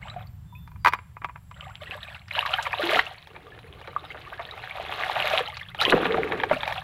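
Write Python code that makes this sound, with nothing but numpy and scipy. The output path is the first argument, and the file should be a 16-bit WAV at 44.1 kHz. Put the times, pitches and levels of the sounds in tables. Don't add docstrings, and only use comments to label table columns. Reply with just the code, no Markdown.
import sys
import numpy as np
from scipy import signal
from scipy.fft import rfft, irfft, next_fast_len
from scipy.io import wavfile
from scipy.ndimage import uniform_filter1d, map_coordinates

SR = 44100
rng = np.random.default_rng(int(sys.argv[2]) if len(sys.argv) > 2 else 0)


def master_out(mix):
    frames = np.transpose(np.atleast_2d(mix))
    ceiling = np.clip(frames, -1, 1)
    pcm = np.round(ceiling * 32767).astype(np.int16)
    wavfile.write(sys.argv[1], SR, pcm)


N = 301203
TOP_HZ = 15800
SPRAY_DB = -23.5
STIR_ATTACK_DB_PER_S, STIR_RELEASE_DB_PER_S = 600, 283
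GULP_ATTACK_DB_PER_S, GULP_RELEASE_DB_PER_S = 212, 400

# time_s, level_db (rms)
RUMBLE_LEVELS = [(0, -43.5), (.8, -42.5), (1.049, -49.5), (1.699, -47.5), (2.9, -51), (3.2, -54.5),
                 (3.7, -50.5), (5, -51.5), (6, -45.5)]
# freq_hz, gain_db
RUMBLE_TONE = [(20, -19), (40, -6.5), (70, 3.5), (130, 2), (180, -6), (240, -23), (400, -35), (1000, -99)]
# freq_hz, gain_db
HISS_TONE = [(250, -7.5), (1000, 4), (3000, -6.5), (6000, -14), (11000, -14.5), (15500, -14)]
# start_s, length_s, pitch_hz, glide_hz_per_s, level_db (peak), trill_depth_hz
BIRD_CALLS = [(0, 0.17, 7600, -200, -63.5, 300), (.45, 0.27, 3560, -150, -61, 33),
              (0.78, 0.23, 4750, -150, -61.5, 45), (1.385, 0.44, 7650, -200, -68, 200),
              (1.694, 0.57, 7900, -200, -69.5, 110), (4.026, .14, 5400, -8000, -64, 115)]
# start_s, length_s, pitch_hz, width_hz, level_db (before the flutter of the rasp)
INSECT_BANDS = [(0, 2.9, 7530, 169, -63), (0, 7.5, 9920, 171.2, -65.5), (0, 2.3, 13140, 39.7, -66.5),
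                (0.146, 0.7, 14000, 71, -60.5)]
# start_s, end_s, first_db, last_db (before the water's mix gain), foam_share (0-1), brightness_db
STROKES_IN_WATER = [ (0.013, 0.209, -47, -41.5, 0.34, -7.5), (1.562, 1.762, -43.5, -47, 0.13, -2.5),
                    (1.821, 2.162, -41, -42.5, 0.15, 3.5), (2.315, 2.808, -31, -33, 0.26, 2.5),
                    (2.819, 2.98, -30, -22, 0.83, 5.5), (3.033, 3.236, -43.5, -52, 0.28, 6.5),
                    (3.278, 3.83, -50.5, -49, .7, 0), (3.83, 4.64, -46.5, -40, 0.46, 0.5),
                    (4.65, 5.389, -38, -22, 0.83, 0), (5.46, 5.711, -33, -43.5, 0.08, 2),
                    (5.814, 5.95, -17.5, -27.5, 0.07, 0.5), (5.934, 6.438, -24, -32, 0.97, -6.5),
                    (6.497, 6.807, -32.5, -35.5, 0.29, 2)]
# start_s, end_s, first_db, last_db (before the water's mix gain)
AIR_GULPS = [(1.877, 1.93, -51, -53), (2.833, 2.98, -39, -32), (3.32, 4.696, -51.5, -53.5),
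             (4.823, 5.43, -47.5, -48.5), (5.93, 6.268, -22.5, -29.5), (6.31, 6.56, -29, -42.5)]
# freq_hz, gain_db
CHURN_TONE = [(180, -17), (300, -37), (453, -9.5), (557, 0.5), (613, 3), (743, 3.5), (951, -2), (1080, 0.5),
              (2490, -2.5), (3020, -4.5), (3970, -8.5), (4880, -25.5), (8000, -34.5), (10400, -80),
              (17600, -120)]
# freq_hz, gain_db
GULP_TONE = [(100, -24), (160, 1), (240, -6.5), (330, 0), (420, 2), (490, 4), (640, -15), (1000, -38)]
# freq_hz, gain_db
SPRAY_TONE = [(2500, 6.5), (4500, 13.5), (6000, 0), (8500, -0.5), (11500, 6.5), (15500, -3)]
# start_s, level_db (peak, before the plops' trim and bass cut), pitch_hz, t60_s
BIG_BUBBLES = [(.028, -27.5, 2100, .026), (.074, -28, 1060, 0.019), (.099, -27, 3800, 0.032),
               (.162, -22.5, 698, .11), (.2, -44, 2510, .05), (.271, -41.5, 4400, .02),
               (0.525, -38.5, 962, 0.2), (0.552, -38, 2470, 0.091), (1.609, -20.5, 2870, 0.0077),
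               (1.755, -20, 3020, 0.0033), (1.871, -29, 1880, .07), (1.91, -15.5, 2640, 0.006),
               (1.951, -28, 570, 0.052), (2.312, -12.5, 2210, 0.0063), (2.384, -12, 916, 0.031),
               (2.391, -2.5, 2770, 0.01), (2.427, -14, 1140, 0.017), (2.452, -15, 1080, 0.023),
               (2.503, -25, 617, 0.13), (2.539, -17, 760, 0.042), (2.539, -4, 2960, 0.012),
               (2.585, -11, 1560, 0.025), (2.731, -12.5, 1710, 0.015), (2.739, -10.5, 910, 0.011),
               (2.794, -14.5, 566, .064), (2.833, -9, 332, 0.22), (2.93, -10.5, 627, 0.066),
               (2.96, -11.5, 680, 0.048), (2.97, -11, 1305, 0.055), (2.994, 0, 1880, 0.014),
               (3.11, -28.5, 750, 0.032), (3.52, -35.5, 1690, .095), (3.963, -8.5, 1136, .02),
               (4.394, -22.5, 670, 0.1), (4.511, -23, 3730, 0.015), (4.71, -19.5, 2240, 0.03),
               (4.798, -17, 650, 0.026), (5.036, -7.5, 1820, 0.0062), (5.166, -16, 685, 0.053),
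               (5.224, -7.5, 2660, 0.0073), (5.243, -17, 610, 0.083), (5.335, -8, 619, 0.058),
               (5.405, -15, 479, 0.056), (5.484, -23.5, 825, 0.069), (5.614, -24, 1740, 0.034),
               (5.852, 0.5, 2980, 0.0061), (6.144, -14.5, 436, 0.082), (6.19, -15.5, 416, 0.14),
               (6.512, -4.5, 584, 0.035)]
# start_s, level_db (dry peak), middle_pitch_hz,
# cloud_s (bubbles are freed over half of it)
AIR_SLAPS = [(0.193, -34, 1330, 0.015), (1.894, -38.5, 715, 0.036), (2.282, -34, 2090, 0.026),
             (2.376, -25.5, 1450, 0.027), (2.46, -17, 1960, 0.039), (2.537, -20, 1590, 0.031),
             (2.626, -27, 4730, 0.041), (2.929, -23, 965, 0.046), (2.99, -7.5, 1500, 0.027),
             (3.874, -30.5, 785, 0.082), (4.145, -31, 980, 0.088), (4.393, -25, 1630, 0.098),
             (5.334, -23, 1380, 0.024), (5.569, -23, 2310, 0.024), (5.815, -16, 2360, .1),
             (5.902, -22.5, 5700, 0.024), (5.877, -18, 493, .069), (5.923, -6, 760, 0.086),
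             (5.926, -14.5, 252, 0.12), (6.143, -12, 740, 0.034), (6.435, -12, 920, 0.025),
             (6.51, -12.5, 1100, 0.046), (6.514, -24.5, 257, 0.11)]
# start_s, level_db (dry peak), sharpness_db
CASE_BUMPS = [(.675, -36, 7), (.716, -40.5, -4), (.759, -39.5, -18), (.8475, -6, 11.5), (.8595, -3, -2.5),
              (.870, -4, -0.5), (.8755, -9.5, 0), (.882, -10.5, 7), (.924, -24, -1), (.9345, -9, 3),
              (.947, -27, -3), (.988, -28, -11), (1.167, -29.5, -35), (1.218, -30, -28),
              (1.2445, -15.5, -7.5), (1.255, -41, 0), (1.287, -32.5, -13), (1.294, -30.5, -21),
              (1.358, -29, -17), (1.512, -32, -7)]
# pitch_hz, level_db (middle value), t60_s
CASE_MODES = [(847, -6, 0.044), (979, 2.5, 0.052), (1150, 1.5, 0.035), (1350, 1.5, 0.025),
              (1628, 4.5, 0.013), (2156, 4.5, 0.013), (2435, -6.5, 0.047), (3100, -20, .012),
              (3700, -20, 0.014)]
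# start_s, level_db (dry peak), sharpness_db
TRUCK_CLACKS = [(3.272, -32, 13), (3.363, -29.5, -12), (3.589, -35, 2), (3.814, -31, 2), (3.874, -27.5, 2),
                (5.747, -23, 0), (6.055, -12, -16), (6.321, -12, -13), (6.4, -16, -25), (6.435, -10, -6),
                (6.497, -20, -33), (6.632, -11.5, -13), (6.677, -13, 0), (6.724, -18.5, 0.5)]
# pitch_hz, level_db (middle value), t60_s
PLASTIC_MODES = [(574, -3.5, 0.075), (914, 15.5, 0.019), (1280, -12, 0.055), (1760, 18, 0.01),
                 (2347, 11.5, 0.022), (3194, 10.5, 0.013), (3780, 11, 0.008)]
# freq_hz, t60_s
BANK_DECAY = [(200, 0.63), (1000, 0.4), (3000, 0.55), (10000, 0.074)]


def amp(db):
    return 10 ** (np.asarray(db) / 20)


def unit(x):
    return x / np.sqrt(np.mean(x ** 2) + 1e-20)


def peaked(x):
    return x / (np.abs(x).max() + 1e-20)


def along(points, hz):
    f, v = np.transpose(points)
    return np.interp(np.log(hz + 1), np.log(f + 1), v)


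def wobble(rate):
    knots = rng.standard_normal(size=4096)
    return map_coordinates(knots, [np.arange(N) * rate / SR], mode="wrap")


def coloured(x, tone):
    m = 2 * next_fast_len(len(x) // 2 + 4096)
    gain = amp(along(tone, np.fft.rfftfreq(m, 1 / SR)))
    cepstrum = irfft(np.log(gain), m)
    cepstrum[1:m // 2] *= 2
    cepstrum[m // 2 + 1:] = 0
    return irfft(rfft(x, m) * np.exp(rfft(cepstrum)), m)[:len(x)]


def add(track, s, sound):
    start = int(np.clip(round(s * SR), 0, N - 1))
    track[start:start + len(sound)] += sound[:N - start]


def ambience():
    rumble_db = np.interp(np.arange(N) / SR, *np.transpose(RUMBLE_LEVELS))
    rumble = unit(coloured(rng.standard_normal(N), RUMBLE_TONE))
    hiss = unit(coloured(rng.standard_normal(N), HISS_TONE))
    return amp(rumble_db) * rumble + amp(-66.5) * hiss


def birds():
    out = np.zeros(N)
    for s, length, hz, glide, db, depth_hz in BIRD_CALLS:
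        t = np.arange(int(length * SR)) / SR
        trill = np.sin(2 * np.pi * 130 * t) + 0.52 * wobble(130)[:len(t)]
        pitch = hz + glide * t + depth_hz * trill
        whistle = np.sin(2 * np.pi * np.cumsum(pitch) / SR)
        add(out, s, amp(db) * np.sin(np.pi * t / length) * whistle)
    return out


def insects():
    out = np.zeros(N)
    for s, length, hz, width_hz, db in INSECT_BANDS:
        t = np.arange(min(N, int(length * SR))) / SR
        rasp = wobble(2 * width_hz) + 1j * wobble(2 * width_hz)
        rasp = rasp * amp(-15 + 4 * wobble(9.7))
        pitch = hz + 50 * wobble(3)[:len(t)]
        carrier = np.exp(2j * np.pi * np.cumsum(pitch) / SR)
        fade = signal.windows.tukey(len(t), .2)
        add(out, s, amp(db) * fade * (rasp[:len(t)] * carrier).real)
    return out


def swell(start, end, first_db, last_db, attack, release):
    t = np.arange(N) / SR
    db = np.interp(t, [start, end], [first_db, last_db])
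    db = db - attack * np.maximum(start - t, 0) - release * np.maximum(t - end, 0)
    return amp(np.maximum(db, -140)) ** 2


def bubble(t, hz, t60, rise):
    tone = np.sin(2 * np.pi * hz * t * (1 + rise * t / t60 / 2))
    return tone * amp(-60 * t / t60) * (1 - np.exp(-2 * t * hz)) ** 2


def swarm(count, low_hz, high_hz, cycles, spread_db, rise, size):
    when, pitch, life, strength = rng.random((count, 4)).T[:, :, None]
    hz = low_hz * (high_hz / low_hz) ** pitch
    t = np.arange(size) / SR
    t60 = np.minimum(cycles * 3 ** (life - .5) / hz, size / SR)
    rings = bubble(t, hz, t60, rise) * hz * amp(-spread_db * np.log(1.02 - strength))
    places = (when * N).astype(int) + np.arange(size)
    x = np.bincount(places.ravel(), rings.ravel(), N)[:N]
    return x / np.sqrt(np.abs(uniform_filter1d(x ** 2, SR // 10)) + 1e-12)


def water():
    powers = np.array([swell(*row[:4], STIR_ATTACK_DB_PER_S, STIR_RELEASE_DB_PER_S)
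                       for row in STROKES_IN_WATER])
    stirring = powers.sum(axis=0)
    foam, bright_db = np.transpose(STROKES_IN_WATER)[4:] @ powers / stirring
    foam = np.clip(foam, 0, 1)
    gulping = sum(swell(*row, GULP_ATTACK_DB_PER_S, GULP_RELEASE_DB_PER_S) for row in AIR_GULPS)

    ringing = swarm(count=2100, low_hz=480.6, high_hz=4370, cycles=67, spread_db=5.5, rise=0.455, size=2900)
    splatter = swarm(count=9000, low_hz=439, high_hz=7030, cycles=5.75, spread_db=7.5, rise=0.11, size=600)
    clear = unit(coloured(ringing + 0.16 * splatter, CHURN_TONE))
    dense = unit(coloured(splatter + 1.57 * rng.standard_normal(N), CHURN_TONE))
    churn = np.sqrt(1 - foam) * clear + np.sqrt(foam) * dense
    treble = churn - uniform_filter1d(churn, size=13)
    churn = churn + (amp(0.86 * bright_db) - 1) * treble

    deep = swarm(count=2200, low_hz=115, high_hz=583, cycles=15.0, spread_db=-2.0, rise=0.21, size=2200)
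    gulps = unit(coloured(deep, GULP_TONE))
    ticks = swarm(count=5000, low_hz=4520, high_hz=14400, cycles=7.8, spread_db=7.5, rise=0.11, size=128)
    spray = unit(coloured(ticks + 1.07 * rng.standard_normal(N), SPRAY_TONE))
    spray = spray * amp(SPRAY_DB + bright_db)
    surge_db = 3.23 * wobble(45) * (1 - .5 * foam)
    stirred = (churn + spray) * np.sqrt(stirring) * amp(surge_db)
    return amp(-3) * (stirred + gulps * np.sqrt(gulping))


def plops():
    out, t = np.zeros(N), np.arange(SR // 8) / SR
    for s, db, hz, t60 in BIG_BUBBLES:
        add(out, s, amp(db - 6.0) * peaked(bubble(t, hz, t60, rise=0.21)))
    return coloured(out, [(150, -19), (330, -10.0), (450, 0.5)])


def slaps(count=40):
    out, t = np.zeros(N), np.arange(SR // 6) / SR
    for s, db, middle_hz, cloud_s in AIR_SLAPS:
        delay = cloud_s / 2 * (np.arange(count) + rng.random(count))[:, None] / count
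        hz = np.minimum(middle_hz * 2.34 ** rng.uniform(-0.862, 1, (count, 1)), TOP_HZ)
        rings = bubble(np.maximum(t - delay, 0), hz, 7 / hz, rise=0.18)
        cloud = rings * amp(-45 * delay / cloud_s)
        add(out, s, amp(db) * peaked(cloud.sum(axis=0)))
    return out


def knocks(blows, modes, crack_db, crack_t60):
    out, t = np.zeros(N), np.arange(SR // 8) / SR
    hz, mode_db, t60 = np.transpose(modes)[:, :, None]
    sign = (-1) ** np.arange(len(hz))[:, None]
    for s, db, sharp_db in blows:
        strength, detune = rng.standard_normal((2, len(hz), 1))
        decay = amp(mode_db + 2.0 * strength - 60 * t / t60)
        tones = np.sin(2 * np.pi * hz * (1 + 0.018 * detune) * t)
        ring = (sign * decay * tones).sum(axis=0) * (1 - np.exp(-t / 0.0011))
        contact = [(200, -8.5), (700, 5), (2600, 1.5),
                   (4500, sharp_db - 10.5), (8000, sharp_db - 26), (15000, sharp_db - 24.5)]
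        crack = coloured(rng.standard_normal(len(t)) * amp(-60 * t / crack_t60), contact)
        blow = peaked(ring) + amp(crack_db) * peaked(crack)
        add(out, s, amp(db) * peaked(blow))
    return out


def scuffs(blows, weaker_db, count=3):
    return [(s + lag, db - weaker_db, -10)
            for s, db, _ in blows for lag in rng.uniform(-.008, 0.019, count)]


def banks(x, near_db, far_db):
    hz, t, z = signal.stft(rng.standard_normal(SR // 2), SR, nperseg=256)
    decay = amp(-60 * t / along(BANK_DECAY, hz)[:, None])
    tail = signal.istft(z * decay, SR, nperseg=256)[1]
    lag = np.arange(len(tail)) / SR
    near = rng.standard_normal(len(tail)) * amp(-60 * lag / 0.056) * (lag > .002)
    echoes = amp(near_db) * near / np.linalg.norm(near) + amp(far_db) * tail / np.linalg.norm(tail)
    return x + signal.fftconvolve(x, echoes)[:N]


def scene():
    background = ambience() + birds() + insects()
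    clacks = knocks(TRUCK_CLACKS, PLASTIC_MODES, crack_db=-8.5, crack_t60=0.054)
    stream = water() + plops() + slaps() + clacks
    touches = list(CASE_BUMPS) + scuffs(CASE_BUMPS, weaker_db=20.0)
    handling = knocks(touches, CASE_MODES, crack_db=-8.0, crack_t60=0.034)
    near = banks(stream, near_db=-13.5, far_db=-21) + banks(handling, near_db=-16, far_db=-29.5)
    return (near + background)[None]


def record(dry):
    m = next_fast_len(N + 4096)
    kept = np.fft.rfftfreq(m, 1 / SR) < TOP_HZ
    return irfft(rfft(dry, m) * kept, m)[..., :N]


dry = scene()
out = record(dry)
master_out(out)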